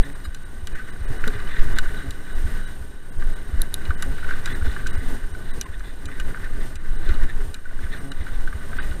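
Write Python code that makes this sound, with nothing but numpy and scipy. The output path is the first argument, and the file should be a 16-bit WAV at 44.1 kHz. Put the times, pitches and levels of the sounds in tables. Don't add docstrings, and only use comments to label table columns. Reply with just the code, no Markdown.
import sys
import numpy as np
from scipy import signal
from scipy.fft import rfft, irfft
from scipy.io import wavfile
from scipy.ndimage import uniform_filter1d, minimum_filter1d

SR = 44100
rng = np.random.default_rng(int(sys.argv[2]) if len(sys.argv) > 2 else 0)


def digitize_waveform(pressure):
    field = np.atleast_2d(pressure).T
    bounded = np.clip(field, -1, 1)
    quanta = np.round(bounded * 32767).astype(np.int16)
    wavfile.write(sys.argv[1], SR, quanta)


def volts_from_decibels(level):
    exponent = np.asarray(level, float) / 20
    return 10 ** exponent


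N = 396900

# pitch in Hz, width in Hz, level in dB.
CASE_MODES = [(1187, 74, -2), (1500, 91, 5), (1792, 496, 0.5), (2043, 363, -1)]
# pitch in Hz, width in Hz, level in dB.
SHELL_GROUPS = [
    [(2432, 130, 2.5), (2923, 100, 6.5)],
    [(3630, 800, -10), (3887, 310, 0.5), (4150, 710, -10)],
    [(4790, 120, -13), (6050, 280, -10), (6930, 145, -6.5), (7800, 1800, -11.5)],
    [(9950, 170, -6.5), (10460, 480, -9), (11700, 880, -13), (12300, 550, -13), (13600, 1100, -23)],
]
# pitch in Hz, width in Hz, level in dB.
STRAP_MODES = [(149, 91, -10), (285, 49, -19), (412.5, 26.5, 3.5)]


def rms_one(x):
    return x / np.sqrt(np.mean(x ** 2) + 1e-20)


def drift(rate):
    r = np.exp(-80 * np.pi * rate / SR)
    slow = signal.lfilter([1], [1, -2 * r, r * r], rng.standard_normal(N // 40 + 2002))[2000:]
    return np.interp(np.arange(N) / 40, np.arange(len(slow)), rms_one(slow))


def played(rows):
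    s, *columns = np.transpose(rows)
    return [np.interp(np.arange(N) / SR, s, column) for column in columns]


def arches(s, length_s, height):
    t = np.arange(0, N, 64)[:, None] / SR
    swells = np.sum(height * np.exp(-(2 * (t - s) / length_s) ** 2), axis=1)
    return np.interp(np.arange(N) / SR, t[:, 0], swells)


def resonance(x, hz, width_hz):
    r = np.exp(-np.pi * width_hz / SR)
    feedback = [1, -2 * r * np.cos(2 * np.pi * hz / SR), r * r]
    return signal.lfilter((1 - r * r) / 2 * np.array([1, 0, -1]), feedback, x + 1e-18)


def body(x, modes):
    out = 0
    for k, (hz, width_hz, db) in enumerate(modes):
        out = out + (-1) ** k * volts_from_decibels(db) * resonance(x, hz, width_hz)
    return out


def coloured(spectrum, count, patchy_db, rate):
    hz, db = np.transpose(spectrum)
    bins = np.arange(N // 2 + 1) * SR / N + 1e-3
    colour = volts_from_decibels(np.interp(np.log(bins), np.log(hz), db, left=-120, right=-120))
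    spectrum_now = rfft(rng.standard_normal(N)) * colour
    centres = np.linspace(np.log(hz[0]), np.log(hz[-1]), count)
    together, out = drift(rate), 0
    for k in range(count):
        share = np.interp(np.log(bins), centres, np.arange(count) == k)
        band = irfft(spectrum_now * share, N)
        out = out + band * volts_from_decibels(patchy_db * (0.51 * together + drift(rate)))
    return rms_one(out)


def evened(x, over_s=0.092):
    return rms_one(x / np.sqrt(uniform_filter1d(x ** 2, int(over_s * SR)) + 0.039))


def bursts(times, db, fall_s, strike):
    out, t = np.zeros(N), np.arange(int(0.05 * SR)) / SR
    sprays = rng.standard_normal((len(times), len(t))) * np.exp(-t / np.reshape(fall_s, (-1, 1)))
    sprays /= np.sqrt(np.sum(sprays ** 2, axis=1, keepdims=True))
    sprays[:, 0] += strike
    for s, gain, spray in zip(times, volts_from_decibels(db), sprays):
        at = round(s * SR)
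        out[at:at + len(t)] += gain * spray[:N - at]
    return out


def lurching():
    # centre in seconds, level in dB, length in seconds.
    lurches = [(-0.009, -5.5, 0.048), (0.728, -14.5, 0.065), (1.095, -14.5, 0.094), (1.259, -12.5, 0.14),
               (1.467, -16, 0.11), (1.606, -6, 0.08), (1.746, -10.5, 0.33), (2.39, -16, 0.18),
               (2.54, -20, 0.28), (3.255, -12, 0.19), (3.599, -11, 0.072), (3.91, -19.5, 0.55),
               (4.11, -19, 0.19), (4.312, -12.5, 0.14), (4.502, -20, 0.42), (4.661, -7.5, 0.04),
               (4.93, -16, 0.24), (5.096, -12.5, 0.099), (5.238, -15.5, 0.045), (5.508, -18, 0.13),
               (6.243, -15, 0.14), (6.565, -16, .22), (6.92, -12.5, 0.18), (7.125, -10, 0.23),
               (7.233, -2.5, 0.043), (7.384, -12, 0.12), (7.793, -18.5, 0.3), (8.192, -18.5, 0.091),
               (8.412, -13, 0.18), (8.81, -17.5, 0.26)]
    s, db, length_s = np.transpose(lurches)
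    return np.sqrt(arches(s, length_s / np.sqrt(2), volts_from_decibels(2 * db)))


def jostle(lurch, rough):
    # pitch in Hz, level in dB per Hz.
    rumble_colour = [(5, -2), (10, 11), (20, -2), (30, -13), (45, -35), (70, -25)]
    swing = np.hypot(lurch, volts_from_decibels(-26.5 + 0.53 * rough))
    return swing * evened(coloured(rumble_colour, count=2, patchy_db=-1.0, rate=17.0))


def rattle(level_db, shell_level_db, per_s, spread_db, shell_db):
    sizes = volts_from_decibels(spread_db * np.minimum(rng.exponential(1, N), 4)) * rng.choice([-1, 1], N)
    born = rng.random(N) < per_s * volts_from_decibels(5.0 * drift(18)) / SR
    shake = rms_one(sizes * born) + 1.57 * rng.standard_normal(N)
    shake *= volts_from_decibels(1.7 * drift(35))
    high = sum(volts_from_decibels(db) * body(shake, group) for db, group in zip(shell_db, SHELL_GROUPS))
    low = volts_from_decibels(level_db) * rms_one(body(shake, CASE_MODES))
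    return low + volts_from_decibels(shell_level_db + 0.66 * drift(4.9)) * rms_one(high)


def knocks():
    # start in seconds, peak in dB.
    knock_table = [(0.2512, -25.5), (0.345, -31), (0.671, -27), (1.239, -17.5), (1.277, -17.5),
                   (1.302, -24), (1.7845, -12.5), (1.889, -26), (1.996, -30), (3.222, -23.5),
                   (3.905, -14.5), (4.024, -16.5), (4.272, -43), (4.459, -18), (4.6168, -40), (4.663, -25),
                   (4.763, -18), (5.239, -30.5), (5.348, -28), (5.8048, -27), (6.085, -26), (6.346, -26),
                   (7.148, -23.5), (7.217, -27), (7.866, -26), (8.04, -32), (8.634, -29), (8.116, -26),
                   (8.527, -22), (8.7297, -24)]
    # start in seconds, peak in dB, fall time in seconds.
    scuff_table = [(0.752, -37, 0.02), (0.789, -27.5, 0.03), (1.401, -35, .005), (1.506, -37, 0.0089),
                   (1.542, -26, 0.022), (4.183, -24, 0.0037), (4.245, -17, 0.0032), (4.336, -23, 0.0055),
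                   (4.8303, -31, 0.0038), (5.199, -45, 0.004), (6.371, -23.5, 0.0055), (6.411, -34, 0.005),
                   (6.449, -31, 0.0062), (7.541, -30, 0.016), (7.946, -25, 0.0083), (1.856, -26, 0.012),
                   (4.229, -23, 0.004), (4.2903, -16, 0.004), (4.3057, -15.5, 0.011), (4.475, -19, 0.016),
                   (4.861, -18.5, 0.0091), (6.196, -21.5, 0.01), (7.092, -17, 0.0047),
                   (7.6536, -30, 0.0051), (8.264, -26, 0.014), (8.2865, -24, 0.0064), (8.314, -35, .007),
                   (8.4743, -23.5, 0.0089), (8.785, -16, 0.0096), (1.335, -26, .008), (1.769, -24, .006),
                   (4.623, -19, 0.0031), (4.6113, -31, 0.0034), (4.791, -24, .006), (4.9337, -27, 0.0054),
                   (6.178, -27, 0.0066), (6.308, -30, .008), (6.358, -28, .005), (6.431, -31, .007),
                   (6.464, -32, 0.0042), (6.534, -43, 0.0074), (7.79, -29, .006), (8.679, -32, 0.0054),
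                   (8.715, -28, 0.0057), (7.71, -33, .008), (7.996, -35, .006)]
    s, db = np.transpose(knock_table)
    blows = bursts(s, db + 30.0, fall_s=0.0047, strike=0.32)
    s, db, fall_s = np.transpose(scuff_table)
    scuffs = bursts(s, db + 29.5 + 8.4 * np.log10(fall_s / 0.016), fall_s, strike=0.17)
    low = body(volts_from_decibels(-2.5) * blows + volts_from_decibels(-3.5) * scuffs, CASE_MODES)
    main = resonance(volts_from_decibels(-4.5) * blows + volts_from_decibels(7.5) * scuffs, 1540, 93)
    shell = body(blows + volts_from_decibels(-2.0) * scuffs, SHELL_GROUPS[0] + SHELL_GROUPS[1])
    return low - main + volts_from_decibels(-22.0) * shell


def ticks():
    # start in seconds, peak in dB, hardness in dB, fineness in dB.
    grains = [(0.3463, -31, -1, 1), (0.671, -26, -1.5, 2), (1.0077, -42, -9, -2), (1.2407, -40, 0, -17),
              (1.277, -20.5, -5.5, 9), (1.4726, -40, -25, -8), (1.7859, -16.5, -3.5, 5),
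              (2.107, -27, -3.5, 8), (3.618, -27.5, 1.5, 23), (3.741, -19.5, -6.5, 15.5),
              (3.8528, -30, -18, -4), (4.0237, -21, 0.5, 3), (4.4577, -23.5, 0.5, -2),
              (4.658, -33.5, -12, -2), (4.87, -25, 0.5, -2), (5.612, -21, 0, 4), (6.0558, -30.5, -1, 1),
              (6.199, -27.5, -0.5, -0.5), (6.756, -34, 2.5, -7), (7.141, -33, -17, 2),
              (7.543, -26.5, -3, 4.5), (8.1175, -32, -3.5, -1), (8.787, -37, -36, -13),
              (1.401, -37, -12, -5), (4.176, -44, -12, -15), (4.3794, -42, -17, -8), (4.7476, -36, -12, 4),
              (5.795, -40, -3, 2), (7.09, -31, -14, -2), (7.211, -39, -6, 0), (8.408, -47, 2, 2),
              (7.9668, -40, -15, 2.5), (8.8278, -41, -12, -13), (8.9106, -39, -10, -6)]
    # pitch in Hz, width in Hz.
    deaf_gaps = [(5300, 250), (8700, 690)]
    s, db, hard_db, fine_db = np.transpose(grains)
    shares = (-9.5 - 0.78 * fine_db, 0, hard_db, -6 + hard_db + fine_db)
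    lifts_db, falls_s = (30.3, 30.66, 30.86, 27.7), (0.0086, 0.0048, 0.0041, 0.0022)
    out = 0
    for share, group, lift_db, fall_s in zip(shares, SHELL_GROUPS, lifts_db, falls_s):
        hits = bursts(s, db + share + lift_db, fall_s * volts_from_decibels(-0.21 * fine_db), strike=0.83)
        out = out + body(hits, group)
    for hz, width_hz in deaf_gaps:
        out = out - resonance(out, hz, width_hz)
    return out


def rings():
    # start in seconds, pitch in Hz, peak in dB, rise time
    # in seconds.
    clear_rings = [(0.672, 2940, -34.5, 0.002), (.752, 1526, -32, .003), (1.099, 114, -26, 0.0066),
                   (1.105, 280, -39.5, 0.011), (1.2399, 1540, -23, .0015), (1.2397, 2500, -31, 0.0011),
                   (1.266, 230, -30, .008), (1.33, 420, -37, .01), (1.353, 96, -23, 0.0056),
                   (1.4, 1160, -37, 0.0037), (1.4735, 2990, -38, 0.0018), (1.575, 425, -37.5, 0.0087),
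                   (1.76, 248, -37, 0.011), (3.618, 4000, -18.5, 0.00064), (3.741, 3870, -20.5, 0.001),
                   (3.741, 6820, -28, 0.00076), (4.024, 7095, -34, .001), (4.229, 1480, -25.5, 0.0013),
                   (4.309, 1537, -20, 0.0017), (4.491, 247, -38.5, 0.02), (4.516, 397, -35, 0.0065),
                   (4.613, 1490, -29, .0015), (4.655, 241, -31, 0.0089), (4.674, 53.6, -13.5, 0.0098),
                   (5.02, 258, -32.5, 0.0089), (5.121, 255, -33.5, 0.01), (5.612, 6050, -18.5, 0.00052),
                   (5.612, 2970, -33, 0.0021), (5.613, 1530, -34.5, 0.0025), (6.199, 1550, -31, 0.0017),
                   (6.199, 2870, -32, .001), (6.346, 1530, -21.5, 0.00056), (6.411, 1560, -33, .002),
                   (7.655, 1495, -32.5, 0.0046), (8.4741, 1524, -31, 0.004), (6.461, 1477, -32, .003),
                   (6.436, 1750, -35, .002), (3.618, 10000, -23, 0.00065), (3.618, 11640, -26, 0.00054),
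                   (3.619, 6050, -30, 0.00078), (3.741, 10200, -21, .0006), (3.742, 11300, -25, .0005),
                   (8.729, 1520, -35, 0.0037), (4.027, 10600, -32, .001), (8.118, 3850, -34, 0.001),
                   (8.12, 2950, -37, 0.0013), (4.2908, 1530, -26, 0.0023), (4.4742, 1500, -27, 0.0024),
                   (2.86, 55, -31, 0.022), (3.728, 69, -27.5, 0.0083), (4.079, 42, -16, 0.014),
             (4.83, 45.4, -27, 0.027), (5.742, 39.7, -26, 0.036), (6.978, 333, -46, 0.023),
             (7.083, 350, -34, .008), (7.21, 990, -42, .006), (7.232, 322, -36, 0.0075),
             (7.39, 404, -39, 0.0071), (7.431, 108.4, -36, 0.021), (3.618, 10760, -27, .0005)]
    out, t = np.zeros(N), np.arange(int(0.15 * SR)) / SR
    for s, hz, db, rise_s in clear_rings:
        swell = t / rise_s * np.exp(1 - t / rise_s)
        out[round(s * SR):][:len(t)] += volts_from_decibels(db) * swell * np.sin(2 * np.pi * hz * t)
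    return out


def rubs():
    # centre in seconds, length in seconds, high band in dB, low band in dB.
    rub_table = [(0.054, 0.11, -54.5, -44.5), (0.732, 0.054, -63, -53), (.775, 0.071, -71, -41),
                 (1.347, 0.047, -49, -40), (1.51, 0.071, -50.5, -40.5), (1.58, .08, -51, -35.5),
                 (1.773, 0.044, -44, -35), (1.88, .06, -59, -45), (2.5, 0.13, -67, -48),
                 (4.27, 0.12, -67, -45), (4.34, 0.046, -53, -50), (4.517, 0.13, -48.5, -38.5),
                 (4.663, 0.031, -45, -47), (4.709, 0.037, -44, -42), (4.808, 0.027, -57, -46),
                 (5.054, .12, -56, -51), (5.5, 0.12, -57, -50), (5.739, 0.033, -58, -45),
                 (5.88, 0.073, -52.5, -46), (6.147, 0.17, -63, -45.5), (6.41, 0.018, -63, -46),
                 (6.443, 0.048, -70, -46), (6.616, 0.077, -56, -43.5), (7.08, 0.11, -50, -44),
                 (7.3, 0.043, -56, -41), (7.84, 0.046, -59, -44), (7.934, 0.066, -50.5, -43),
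                 (8.226, 0.11, -57, -46.5), (8.338, 0.064, -54.5, -50), (8.808, 0.21, -55, -45)]
    # pitch in Hz, width in Hz, level in dB.
    high_bloom = [(3400, 290, 0), (3860, 620, 0)]
    low_bloom = [(1817, 215, 15), (2085, 160, 0.5)]
    s, length_s, high_db, low_db = np.transpose(rub_table)
    grit = rng.standard_normal(N) * volts_from_decibels(3.9 * drift(78))
    high = arches(s, length_s, volts_from_decibels(high_db)) * rms_one(body(grit, high_bloom))
    low = arches(s, length_s, volts_from_decibels(low_db)) * rms_one(body(grit, low_bloom))
    return high + low


def hum(rough):
    # pitch in Hz, width in Hz, level in dB.
    overtones = [(2927, 42, -13.5), (3865, 170, -15)]
    # centre in seconds, length in seconds, lift in dB.
    singing = [(.85, 0.13, 10), (1.944, 0.24, 12.5), (2.3, 0.16, 10), (2.624, 0.29, 6), (3.397, 0.53, 5.5),
               (4.75, 0.83, 4), (7.8, 0.34, 0), (8.25, .3, 0)]
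    fine = rng.standard_normal(N)
    sung = resonance(fine, 1515, 59) + body(fine, overtones)
    level_db = -56 + 0.77 * rough + arches(*np.transpose(singing)) + 3 * drift(4.6)
    return volts_from_decibels(level_db) * rms_one(sung)


def squeak(at_s=5.65, length_s=0.024, hz=1050, db=-38):
    t = np.arange(N) / SR - at_s
    shape = np.sin(np.pi * np.clip(t / length_s, 0, 1))
    upper = rms_one(resonance(rng.standard_normal(N), 1850, 300))
    return volts_from_decibels(db) * shape * (np.sin(2 * np.pi * hz * t) + 0.4 * upper)


def thuds():
    # start in seconds, peak in dB.
    root_jolts = [(1.096, -46), (1.156, -31), (1.271, -22), (1.36, -37), (1.759, -31), (1.931, -28),
                  (2.393, -33), (4.45, -53), (4.646, -46), (4.68, -34), (5.028, -37), (5.127, -34),
                  (7.086, -33), (7.221, -32), (7.39, -42)]
    s, db = np.transpose(root_jolts)
    soften = signal.butter(2, 600, fs=SR, output="sos")
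    jolts = signal.sosfilt(soften, bursts(s, db + 44.0, 0.0079, strike=0.15))
    return body(jolts, STRAP_MODES)


def pulse(beat_hz, cycles, second_db, second_s):
    # start in seconds, peak in dB.
    beats = [(0.261, -19), (0.617, -19.5), (0.996, -18.5), (1.345, -24), (1.71, -23), (2.068, -17.5),
             (2.434, -12), (2.795, -21), (3.162, -18.5), (3.522, -10.5), (3.881, -8.5), (4.233, -23),
             (4.606, -12), (4.965, -13), (5.316, -19.5), (5.684, -21), (6.041, -19), (6.397, -24),
             (6.742, -24), (7.084, -8.5), (7.218, -19), (7.469, -19.5), (7.825, -16), (8.189, -16),
             (8.537, -15.5), (8.891, -16)]
    out, t = np.zeros(N + SR), np.arange(int(0.12 * SR)) / SR
    chance = rng.standard_normal((len(beats), 3))
    for (s, db), (a, b, c) in zip(beats, chance):
        first = (0, volts_from_decibels(db - 4.0), 1 + 0.074 * a)
        second = (second_s + 0.015 * b, volts_from_decibels(db + second_db + 2.2 * c), 1.15)
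        for lag, gain, pitch in (first, second):
            turns = t * pitch * beat_hz
            shape = np.sin(np.pi * np.minimum(turns / cycles, 1)) ** 2
            at = round((s + lag) * SR)
            out[at:at + len(t)] -= gain * shape * np.sin(2 * np.pi * turns)
    return out[:N]


def wind(wind_db):
    # pitch in Hz, level in dB per Hz.
    wind_colour = [(16, -53), (28, -10.5), (41, -7.5), (70, -15.5), (145, -21), (405, -27.5), (495, -32),
                   (874, -36), (1100, -36.5), (1430, -58), (2420, -120)]
    buffets = coloured(wind_colour, count=8, patchy_db=1.1, rate=14)
    return volts_from_decibels(wind_db) * (buffets + volts_from_decibels(-13.5) * body(buffets, STRAP_MODES))


def hiss(hiss_db):
    # pitch in Hz, level in dB per Hz.
    hiss_colour = [(2200, 3), (3300, 5), (4600, 0.5), (6600, 0), (9200, -0.5), (11000, -1), (14300, -3),
                   (15700, -2), (17000, -28)]
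    return volts_from_decibels(hiss_db) * coloured(hiss_colour, count=3, patchy_db=0.6, rate=8)


def whine():
    chop_hz, whine_hz, leak_hz, start_s = 33.05, 8659.1, 8440, 0.0274
    t = np.arange(N) / SR - start_s
    strong = t * chop_hz % 1 < 0.5
    clicks = np.diff(strong * 1.0, prepend=0)
    switching = resonance(resonance(clicks, leak_hz, 300), leak_hz, 300)
    tone = np.where(strong, 1, -0.39) * np.sin(2 * np.pi * whine_hz * t + 1.2)
    return volts_from_decibels(-52.5) * (tone + 10.0 * switching)


def buzz():
    # start in seconds, length in seconds, pitch in Hz, level in dB.
    buzz_table = [(0.033, 0.095, 140.1, -37), (2.023, 0.089, 137.5, -34.5), (4.046, 0.086, 135.6, -32.5),
                  (6.029, 0.12, 138.5, -38), (8.026, 0.11, 137.8, -34)]
    # multiple of the pitch, level in dB.
    buzz_orders = [(1, -4.5), (2, -4), (3, -13.5), (4, -17.5), (5, -19.5), (6, -24)]
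    out = np.zeros(N)
    for s, length_s, hz, db in buzz_table:
        t = np.arange(int(length_s * SR)) / SR
        stack = sum(volts_from_decibels(db + order_db) * np.sin(2 * np.pi * k * hz * t) for k, order_db in buzz_orders)
        out[round(s * SR):][:len(t)] += signal.windows.tukey(len(t), 0.4) * stack
    return out


def scene():
    # time in seconds, level in dB.
    trail = [(0, -48.5), (.5, -51), (1.15, -45.5), (1.4, -41), (1.85, -45.5), (2.6, -47.5), (2.85, -53),
             (3.1, -52), (3.35, -47.5), (4.45, -42.5), (5.1, -45), (5.3, -49.5), (6.0, -48), (6.6, -47),
             (6.82, -50.5), (7.15, -43), (7.6, -53), (8.0, -47)]
    # time in seconds, level in dB.
    stream = [(0.0, -60), (0.63, -64.5), (1.88, -59), (2.2, -63.5), (2.48, -58.5), (2.98, -64.5),
              (4.18, -61), (5.09, -59.5), (5.64, -65), (6.17, -62.5), (6.97, -63), (7.17, -62),
              (7.37, -63.5), (7.55, -59), (7.77, -62.5), (8.0, -60), (8.15, -63.5), (9.0, -59.5)]
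    # centre in seconds, length in seconds, change in dB.
    gust_table = [(0.31, 0.22, -4), (1.133, 0.06, 3.5), (1.294, 0.11, 2), (1.572, 0.12, -2),
                  (2.99, 0.11, -3), (3.347, 0.17, 2), (4.083, 0.1, 2.5), (4.536, 0.16, 2.5),
                  (5.133, 0.076, 3), (5.22, 0.056, -2), (5.57, 0.089, 6.5), (5.973, 0.062, -1.5),
                  (6.295, 0.061, 3), (6.545, 0.088, 1), (6.666, 0.14, 4), (2.298, .1, 0), (8.053, 0.057, 3),
                  (6.798, 0.12, -6), (7.457, 0.067, 2), (7.642, 0.23, -7), (8.807, 0.19, 1.5)]
    # centre and length in seconds, change in dB.
    lulls = [(0.282, 0.082, -2), (0.64, 0.043, -3), (1.293, .015, -9), (2.5, 0.046, 0), (3.69, .06, -4),
             (4.155, 0.036, -13), (4.213, 0.025, -9), (4.258, 0.021, -5), (4.596, .025, -4),
             (4.64, .02, -1), (4.74, 0.023, 0), (4.852, 0.022, -11), (5.96, 0.079, -9), (6.338, .012, 1),
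             (6.396, .012, -3), (6.48, .015, -5), (8.443, 0.033, -3)]
    (trail_db,), (stream_db,) = played(trail), played(stream)
    rough, fast = trail_db - trail_db.mean(), stream_db - stream_db.mean()
    gust_db = arches(*np.transpose(gust_table))
    lull_db = arches(*np.transpose(lulls))
    lurch = lurching()
    stirred_db = 8.5 * lurch / lurch.max()
    stirred_db = stirred_db + 0.9 * drift(13)

    low = thuds() + jostle(lurch, rough) + pulse(64.7, 2.6, -21.5, 0.11)
    case_db = trail_db + lull_db + 0.36 * fast + stirred_db + 0.23
    shell_level_db = -59.5 + 0.97 * rough + 0.58 * fast + stirred_db
    shaken = rattle(case_db, shell_level_db, per_s=540, spread_db=2.0, shell_db=(2.0, 5.5, -5.0, -27.0))
    case = shaken + knocks() + ticks() + squeak() + hum(rough) + rubs() + rings()
    wind_db = -38 + 0.26 * rough + 0.7 * fast + stirred_db + gust_db
    hiss_db = stream_db + 6.5 + 1.05 * stirred_db + gust_db
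    air = wind(wind_db) + hiss(hiss_db)
    electronics = buzz() + volts_from_decibels(fast + gust_db) * whine()
    return (low + case + air + electronics)[None]


def starve(x, frames, keep_db, boost_db, fade_s, smear_s):
    x, size = np.pad(x, SR), int(smear_s * SR)
    t = (np.arange(size) - size / 2) / SR
    arch = np.sin(np.pi * np.arange(size) / size)
    for s, length_s, hz in frames:
        start = round((1 + s) * SR) - size // 2
        frame = slice(start, start + size)
        lines = rfft(x[frame] * arch) * (np.arange(size // 2 + 1) * SR / size > hz)
        height = np.abs(lines)
        tallest = -minimum_filter1d(-height, size=45)
        stands_out = tallest > volts_from_decibels(keep_db + 6) * uniform_filter1d(height, size=201)
        near_peak = -minimum_filter1d(-1.0 * (height == tallest), size=5) > 0
        strong = stands_out & near_peak
        gate = np.clip((length_s / 2 - np.abs(t)) / fade_s + 0.5, 0, 1)
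        silenced = irfft(lines * ~strong, size) / np.maximum(arch, 0.1) * gate
        x[frame] += (volts_from_decibels(boost_db) - 1) * irfft(lines * strong, size) * arch - silenced
    return x[SR:-SR]


def faint_chord(at_s=0.233, length_s=0.042):
    # pitch in Hz, level in dB.
    tones = [(1650, -43), (2930, -46.5), (3850, -43), (4200, -50), (4900, -50), (7000, -52), (8150, -48),
             (10550, -54), (12950, -52)]
    t = np.arange(N) / SR - at_s
    arch = np.sin(np.pi * np.clip(t / length_s, 0, 1)) ** 2
    return arch * sum(volts_from_decibels(db) * np.sin(2 * np.pi * (hz * t + rng.random())) for hz, db in tones)


def band_limit(x):
    return signal.sosfilt(signal.butter(12, 15850, fs=SR, output="sos"), x)


def record(dry):
    # centre in seconds, length in seconds, lowest silenced pitch in Hz.
    dropouts = [(0.005, 0.004, 4823), (0.037, 0.013, 3789), (0.143, 0.015, 2928), (0.446, 0.012, 2900),
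                (0.741, 0.015, 2400), (0.916, 0.012, 1722), (1.066, 0.015, 2200), (1.192, 0.011, 2300),
                (1.746, 0.018, 2200), (2.342, 0.015, 2100), (2.665, 0.012, 2300), (3.113, 0.018, 2067),
                (3.178, 0.015, 2400), (3.349, 0.015, 1722), (3.964, 0.017, 2200), (4.542, 0.012, 2067),
                (4.921, 0.015, 2100), (4.968, 0.011, 2300), (5.328, 0.015, 2583), (5.525, 0.015, 1894),
                (5.651, 0.011, 2239), (6.075, 0.015, 2300), (6.783, 0.017, 3962), (6.975, 0.015, 3789),
                (7.994, 0.012, 2300), (8.106, 0.014, 2239), (8.232, 0.010, 4500), (8.8, 0.036, 3789)]
    frames = dropouts + [(0.255, 0.012, 5200)]
    rounded = 1.2 * np.tanh(dry[0] / 1.2)
    x = starve(rounded, frames, keep_db=2.5, boost_db=5, fade_s=0.006, smear_s=0.05)
    top_cut = signal.cheby2(6, 25, 15950, fs=SR, output="sos")
    x = signal.sosfilt(top_cut, x + faint_chord())
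    return band_limit(x[None])


dry = scene()
out = record(dry)
digitize_waveform(out)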